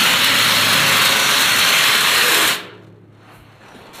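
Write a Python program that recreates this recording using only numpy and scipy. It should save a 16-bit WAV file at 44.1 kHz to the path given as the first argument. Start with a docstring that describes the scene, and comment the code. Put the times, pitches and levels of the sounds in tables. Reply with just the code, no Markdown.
"""A compressed-air hopper sprayer blasts wet mortar at a wall in a bare masonry room.
The jet hisses and spits, and the hopper rings hollow as it empties. The valve shuts,
the room rings out and a distant compressor drones on. Leaking a little air, the hopper
swings to a barrow and scoops fresh mortar with a gritty scrape, while sand grinds under
boots. Air and grit are shaped noise; the drone and the room's lingering notes are sine waves."""
import sys
import numpy as np
from scipy import signal
from scipy.fft import rfft, irfft, next_fast_len
from scipy.io import wavfile
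from scipy.ndimage import uniform_filter1d, map_coordinates

SR = 44100
rng = np.random.default_rng(int(sys.argv[2]) if len(sys.argv) > 2 else 0)


def pcm_store(signal):
    """Save signal as 16-bit PCM."""
    levels = np.round(np.clip(np.atleast_2d(signal), -1, 1) * 32767)
    wavfile.write(sys.argv[1], SR, levels.astype(np.int16).T)


N = 176400
TIME = np.arange(N) / SR


# Strength of the jet as the mortar feeds unevenly: t/s, relative level/dB
JET_STRENGTH = [(0, -15), (.07, -14.5), (.18, -17), (.29, -15.5), (.48, -15.5), (.58, -15), (.86, -16),
                (.98, -14.5), (1.12, -16), (1.35, -15.5), (1.52, -16), (1.65, -15), (2.0, -16),
                (2.2, -15.5), (2.35, -14.3), (2.5, -16)]
def sprayer(shut_s=2.541, fall_db_per_s=601):
    """Air blasts mortar at the wall until the valve shuts it off."""
    jet_db, = curves(JET_STRENGTH)
    blast = air_jet(jet_db) + wet_mortar(jet_db) + emptying_hopper() + wall_roar()
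    valve = 1 / (1 + amp(np.clip(fall_db_per_s * (TIME - shut_s), -200, 200)))
    return amp(3.5) * valve * blast


# Tone of the jet (how strong each pitch is): f/Hz, level/dB
JET_TONE = [(60, -45), (110, -22), (250, -13.5), (420, -12.5), (560, -6), (750, -9), (1000, -3), (1450, 1),
            (2500, 0), (4000, -0.5), (7000, -2.5), (14500, -8.5)]
def air_jet(jet_db):
    """Fast, swirling air makes a fluttering hiss."""
    flutter_db = 0.34 * wobble(25.45)
    return amp(jet_db + flutter_db) * patchy(noise(JET_TONE), depth_db=0.66)


# Lumps of mortar bursting in the jet: t/s, relative level/dB
LUMP_BURSTS = [(.035, -13), (.243, -9.5), (.478, -14), (.6, -36), (.685, -18), (.728, -10), (.95, -21),
               (1.05, -11), (1.272, -20), (1.405, -12.5), (1.591, -13), (1.64, -18.5), (1.688, -13.5),
               (2.008, -11.5), (2.28, -12), (2.32, -13.5), (2.344, -8), (2.375, -14.5), (2.475, -8)]
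# Tone of the spitting: f/Hz, level/dB
SPIT_TONE = [(70, -49.5), (300, -18.5), (1200, 5), (3000, 5), (7000, 10.5), (14500, 9)]
def wet_mortar(jet_db):
    """Mortar spits, lumps burst and wet drops crack in the jet."""
    spits = amp(jet_db - 6.5 + 1.2 * wobble(19.0)) * grains(per_s=130, life_s=0.0068, scatter_db=2.0)
    lumps = sum(amp(db) * stroke(s, rise_s=0.00035, fade_s=0.076) for s, db in LUMP_BURSTS)
    spatter = np.hypot(spits, lumps) * noise(SPIT_TONE)
    cracks = amp(jet_db - 17.5) * grains(per_s=29, life_s=0.00087, scatter_db=1.0)
    return spatter + cracks * noise(JET_TONE)


# Tone of dry air: f/Hz, level/dB
DRY_AIR_TONE = [(2000, -34.5), (5000, -12.5), (7500, 5), (14500, -2.5)]
# Hollow notes of the hopper: peak t/s, swell time/s, f/Hz, width/Hz, relative level/dB
HOPPER_NOTES = [(0.76, 0.72, 546, 58, -38), (0.17, 0.75, 258, 85, -41), (1.35, .3, 272, 34, -42),
                (1.1, 0.64, 425, 28, -43), (2.28, 0.18, 484, 48, -36.5), (2.3, 0.54, 419, 24, -41.5),
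                (2.38, 0.11, 329.8, 70, -34)]
def emptying_hopper(from_s=1.4, empty_s=2.35):
    """Dry air hisses louder as the hopper empties, and hollow notes come and go."""
    emptiness = np.clip((TIME - from_s) / (empty_s - from_s), 0, 1)
    dry_air = emptiness * amp(-20.5) * noise(DRY_AIR_TONE)
    hollow = sum(amp(db) * swell(s, swell_s) * ring(hz, width)
                 for s, swell_s, hz, width, db in HOPPER_NOTES)
    return dry_air + hollow


# Strength of the roar: t/s, relative level/dB
ROAR_STRENGTH = [(0, -33), (.25, -35), (.55, -34.5), (.8, -28), (1.05, -35.5), (1.3, -33.5), (1.7, -37),
                 (1.95, -34), (2.2, -40), (2.5, -35)]
# Tone of the roar: f/Hz, level/dB
ROAR_TONE = [(85, -45.5), (112, -9), (150, -4.5), (250, -7), (400, -17), (900, -23.5)]
def wall_roar():
    """The jet hits the wall with a low roar."""
    roar_db, = curves(ROAR_STRENGTH)
    return amp(roar_db) * noise(ROAR_TONE)


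# Air leaking from the nozzle: t/s, rush level/dB, whisper level/dB
LEAK_STRENGTH = [(2.9, -79, -82.5), (2.98, -84, -88), (3.11, -62, -86), (3.22, -49.5, -74.5),
                 (3.29, -45, -60), (3.35, -45, -45), (3.42, -52.5, -53), (3.47, -49.5, -60),
                 (3.59, -51, -68), (3.68, -44, -59), (3.8, -45, -51), (4, -43.5, -72)]
# Tones of the low rush and the high whisper: f/Hz, level/dB
RUSH_TONE = [(150, -12.5), (400, -2.5), (750, -0.5), (1050, 0), (2000, -6.5), (4000, -12.5), (8000, -16.5),
             (14500, -29.5)]
WHISPER_TONE = [(3000, -18), (7000, -8), (9500, 0), (12500, -.5), (14500, -5)]
def leak():
    """A little air escapes; its high whisper flares as the nozzle swings past."""
    rush_db, whisper_db = curves(LEAK_STRENGTH)
    rush = amp(rush_db) * patchy(noise(RUSH_TONE), depth_db=1.0)
    return rush + amp(whisper_db) * noise(WHISPER_TONE)


# Pushes into the mortar: t/s, relative level/dB, fade time/s
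PUSHES = [(3.6, -45.5, 0.63), (3.645, -45, 0.15), (3.68, -38, 0.17), (3.712, -46, 0.17), (3.744, -38, 0.2),
          (3.785, -44, 0.15), (3.854, -33, 0.1), (3.885, -42.5, 0.43), (3.979, -40.5, 0.24)]
# Tones of the wet slush and the scrape: f/Hz, level/dB
SLUSH_TONE = [(100, -10), (200, 6), (300, 5.5), (500, 5), (750, -1), (1100, 2.5), (2000, -7.5), (4000, -18),
              (8000, -17), (14500, -32)]
SCRAPE_TONE = [(300, -7), (1400, 2.5), (3000, 0.5), (6000, 5), (14500, 1.5)]
def scoop():
    """The hopper digs into gritty wet mortar, then gives a bright scrape."""
    pushes = sum(amp(db) * stroke(s, 0.0064, fade_s) for s, db, fade_s in PUSHES)
    grit = grains(per_s=700, life_s=0.0043, scatter_db=1.5)
    slush = pushes * grit * patchy(noise(SLUSH_TONE), depth_db=3.0)
    drag = amp(-31) * stroke(3.93, rise_s=0.007, fade_s=9.1)
    scrape = drag * grains(per_s=1500, life_s=0.0049, scatter_db=0.0) * noise(SCRAPE_TONE)
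    return amp(4.5) * slush + scrape


# Scuffs as the worker turns and stoops: t/s, level/dB, fade time/s
SAND_SCUFFS = [(2.735, -54, 0.7), (2.82, -59.5, 0.74), (3.025, -78, .4), (3.115, -60, 0.63),
               (3.51, -52, .25), (3.55, -52, 0.1), (3.625, -49, .15), (3.657, -48, .07), (3.682, -46, 0.1),
               (3.745, -48, .07), (3.775, -47, .07), (3.812, -43, .1), (3.856, -40, 0.078)]
# Tone of the sand: f/Hz, level/dB
SAND_TONE = [(500, -16), (2000, 2), (6000, 2), (9000, -2), (14500, -9)]
def scuffs():
    """Sand grinds briefly under boots and tool."""
    strokes = sum(amp(db) * stroke(s, 0.003, fade_s) for s, db, fade_s in SAND_SCUFFS)
    return strokes * grains(per_s=600, life_s=0.0024, scatter_db=4.5) * noise(SAND_TONE)


# How long the room echoes: f/Hz, fade time/s
ECHO_FADE = [(100, 1.0), (380, 1.8), (700, 0.94), (1500, 0.66), (3500, 0.49), (7000, 0.29), (14500, 0.25)]
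# Tone of the echoes: f/Hz, level/dB
ECHO_TONE = [(100, 0), (3500, 0), (7000, -3), (14500, -2)]
def room_echo(x, spots=12):
    """Bare walls echo; the pattern changes as the sprayer moves from spot to spot."""
    x = np.concatenate([x[:SR // 2][::-1], x])  # a lead-in, so the room already rings at the start
    place = np.linspace(0, spots - 1, len(x))
    out = np.zeros(len(x) + SR + 256)
    for spot in range(spots):
        hz, t, bands = signal.stft(rng.standard_normal(SR), SR, nperseg=256)
        fade_s = along(ECHO_FADE, hz)[:, None]
        tail_db = along(ECHO_TONE, hz)[:, None] - 60 * t / fade_s
        tail = signal.istft(bands * amp(tail_db) / np.sqrt(fade_s), SR, nperseg=256)[1]
        near = np.flatnonzero(abs(place - spot) < 1)
        blend = np.cos((place[near] - spot) * np.pi / 2)
        echo = signal.fftconvolve(x[near] * blend, tail / np.linalg.norm(tail))
        out[near[0]:][:len(echo)] += echo
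    return out[SR // 2:][:N]


# Notes that ring between the walls: f/Hz, level/dB, fade time/s
WALL_NOTES = [(184.7, -47, 2), (323, -50, 3), (364, -48.5, 3), (416, -44, 1.4), (486, -47.5, 1.3),
              (568, -52.5, 1.2)]
def room_notes(peak_s=2.541, build_db_per_s=14.5):
    """Sound trapped between the walls builds up during the blast and rings on after it."""
    before, after = np.maximum(peak_s - TIME, 0), np.maximum(TIME - peak_s, 0)
    notes = 0
    for hz, db, fade_s in WALL_NOTES:
        level_db = db - build_db_per_s * before - 60 * after / fade_s + 1.5 * wobble(4.4)
        notes += amp(level_db) * np.sin(2 * np.pi * hz * TIME + 0.37 * wobble(9.8))
    return np.sqrt(2) * notes


# Notes of the compressor's drone: f/Hz, level/dB
DRONE_NOTES = [(107.7, -49.5), (141, -57.5), (177, -56.5), (213, -68), (244, -66.5), (301, -61)]
# Rise and fall of the drone: t/s, added level/dB
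DRONE_SWELL = [(0, -1), (.2, 9), (.6, 11.5), (.9, 12), (1.13, 8), (1.25, -8), (1.42, 5), (2.2, 0),
               (2.7, -1), (3.0, 0.5), (3.35, 2), (3.65, -6), (4, -7)]
def compressor():
    """A distant compressor hums, slightly unsteady in pitch and loudness."""
    swell_db, = curves(DRONE_SWELL)
    clock = TIME + np.cumsum(0.009 * wobble(7.9)) / SR
    hum = sum(amp(db + 2.8 * wobble(11)) * np.sin(2 * np.pi * (hz * clock + rng.random()))
              for hz, db in DRONE_NOTES)
    return np.sqrt(2) * amp(swell_db) * hum


# Tone of the building site: f/Hz, level/dB
SITE_TONE = [(25, -20), (70, -15), (130, -3), (400, -12.5), (800, -18.5), (2000, -27.5), (4000, -39.5),
             (14500, -42.5)]
def site_rumble():
    """The site rumbles faintly behind everything."""
    return amp(-52) * noise(SITE_TONE)


# Puffs of air: peak t/s, swell time/s, level/dB
AIR_PUFFS = [(.11, .025, -56), (.21, .03, -48), (0.341, 0.025, -45), (0.8, .03, -43), (1.173, 0.06, -47),
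             (1.36, .025, -46), (1.455, .03, -44), (1.6, 0.1, -46), (2.02, .025, -49), (2.16, .03, -47),
             (2.46, .06, -50.5), (3.415, .04, -49), (3.58, .03, -50.5), (3.83, .04, -57)]
# Tone of the puffs: f/Hz, level/dB
PUFF_TONE = [(15, -18), (35, -4.5), (75, 5.5), (110, 0), (250, -31.5)]
def puffs():
    """Stirred air thumps softly on the microphone."""
    return noise(PUFF_TONE) * sum(amp(db) * swell(s, swell_s) for s, swell_s, db in AIR_PUFFS)


def amp(db):
    """Turn decibels into a number to multiply by."""
    return 10 ** (np.asarray(db) / 20)


def unit(x):
    """Scale to an average strength (rms) of 1."""
    return x / np.sqrt(np.mean(x ** 2) + 1e-20)


def along(points, hz):
    """Read between the rows of a (frequency, value) table on a pitch scale."""
    freqs, values = np.transpose(points)
    return np.interp(np.log(hz + 1), np.log(freqs + 1), values)


def curves(rows):
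    """Join a table's points over time: one curve for each column after the first."""
    times, *columns = np.transpose(rows)
    return [np.interp(TIME, times, column) for column in columns]


def wobble(per_s):
    """A smooth curve through per_s random points a second."""
    return map_coordinates(rng.standard_normal(4096), [TIME * per_s], mode="wrap")


def filtered(x, response):
    """Turn each frequency up or down by response(hz)."""
    size = next_fast_len(N + SR // 4)
    return irfft(rfft(x, size) * response(np.fft.rfftfreq(size, 1 / SR)), size)[..., :N]


def noise(tone):
    """Noise of strength 1, shaped by a tone table."""
    return unit(filtered(rng.standard_normal(N), lambda hz: amp(along(tone, hz))))


def ring(hz, width_hz):
    """A breathy note, like air blowing through something hollow."""
    return unit(filtered(rng.standard_normal(N), lambda f: 1 / (1 + ((f - hz) / width_hz) ** 2) ** 2))


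# How much each pitch flickers: f/Hz, depth multiplier
FLICKER = [(300, 1.1), (3000, 1.93), (6000, 3), (14500, 1.7)]
def patchy(x, depth_db):
    """Swirling makes short patches of low and high sound swell and fade."""
    hz, _, bands = signal.stft(x, SR, nperseg=512)
    patches = uniform_filter1d(rng.standard_normal(bands.shape), size=7, axis=0)
    patches = unit(uniform_filter1d(patches, size=18, axis=1))
    flicker_db = depth_db * along(FLICKER, hz)[:, None] * patches
    return unit(signal.istft(bands * amp(flicker_db), nperseg=512)[1][:N])


def grains(per_s, life_s, scatter_db):
    """Loudness curve of many tiny random bursts, each with a sharp start."""
    hits = (rng.random(N) < per_s / SR) * amp(scatter_db * rng.standard_normal(N)) ** 2
    energy = signal.lfilter([1], [1, -np.exp(-2 / (life_s * SR))], hits)
    return unit(np.sqrt(energy))


def stroke(start_s, rise_s, fade_s):
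    """Loudness curve that jumps up, then drops 60 dB over the fade time."""
    t = np.maximum(TIME - start_s, 0)
    return (1 - np.exp(-t / rise_s)) * amp(-60 * t / fade_s)


def swell(peak_s, swell_s):
    """Bell-shaped loudness curve."""
    return np.exp(-((TIME - peak_s) / swell_s) ** 2)


# Moments when the sound spreads left and right: start t/s, end t/s
WIDE_MOMENTS = [(.09, 0.24), (.37, 0.58), (.6, 0.75), (.81, 0.91), (1.345, 1.487), (1.58, 1.67),
                (1.715, 1.825), (1.82, 1.94), (2.09, 2.19)]
def scene(widen_s=0.049):
    """The work and its room sit in the centre; now and then the sound briefly spreads left and right."""
    work = sprayer() + leak() + scoop() + scuffs()
    centre = work + amp(-8.5) * room_echo(work) + room_notes() + compressor() + site_rumble() + puffs()
    spread = sum(np.clip(np.minimum(TIME - start, end - TIME) / widen_s, 0, 1) ** 2
                 for start, end in WIDE_MOMENTS)
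    side = (amp(-72) + amp(-19.5) * spread) * room_echo(work)
    return np.array([centre + side, centre - side])


# Tone of the microphone: f/Hz, level/dB
MIC_TONE = [(20, 0), (4400, 0), (4560, -14), (4800, -11.5), (5400, -10), (15000, -10)]
def record(dry):
    """The microphone dulls the high sounds and cuts off the very highest."""
    top_hz = 14850
    return filtered(dry, lambda hz: amp(along(MIC_TONE, hz) - (np.maximum(hz - top_hz, 0) / 50) ** 2))


dry = scene()
out = record(dry)
pcm_store(out)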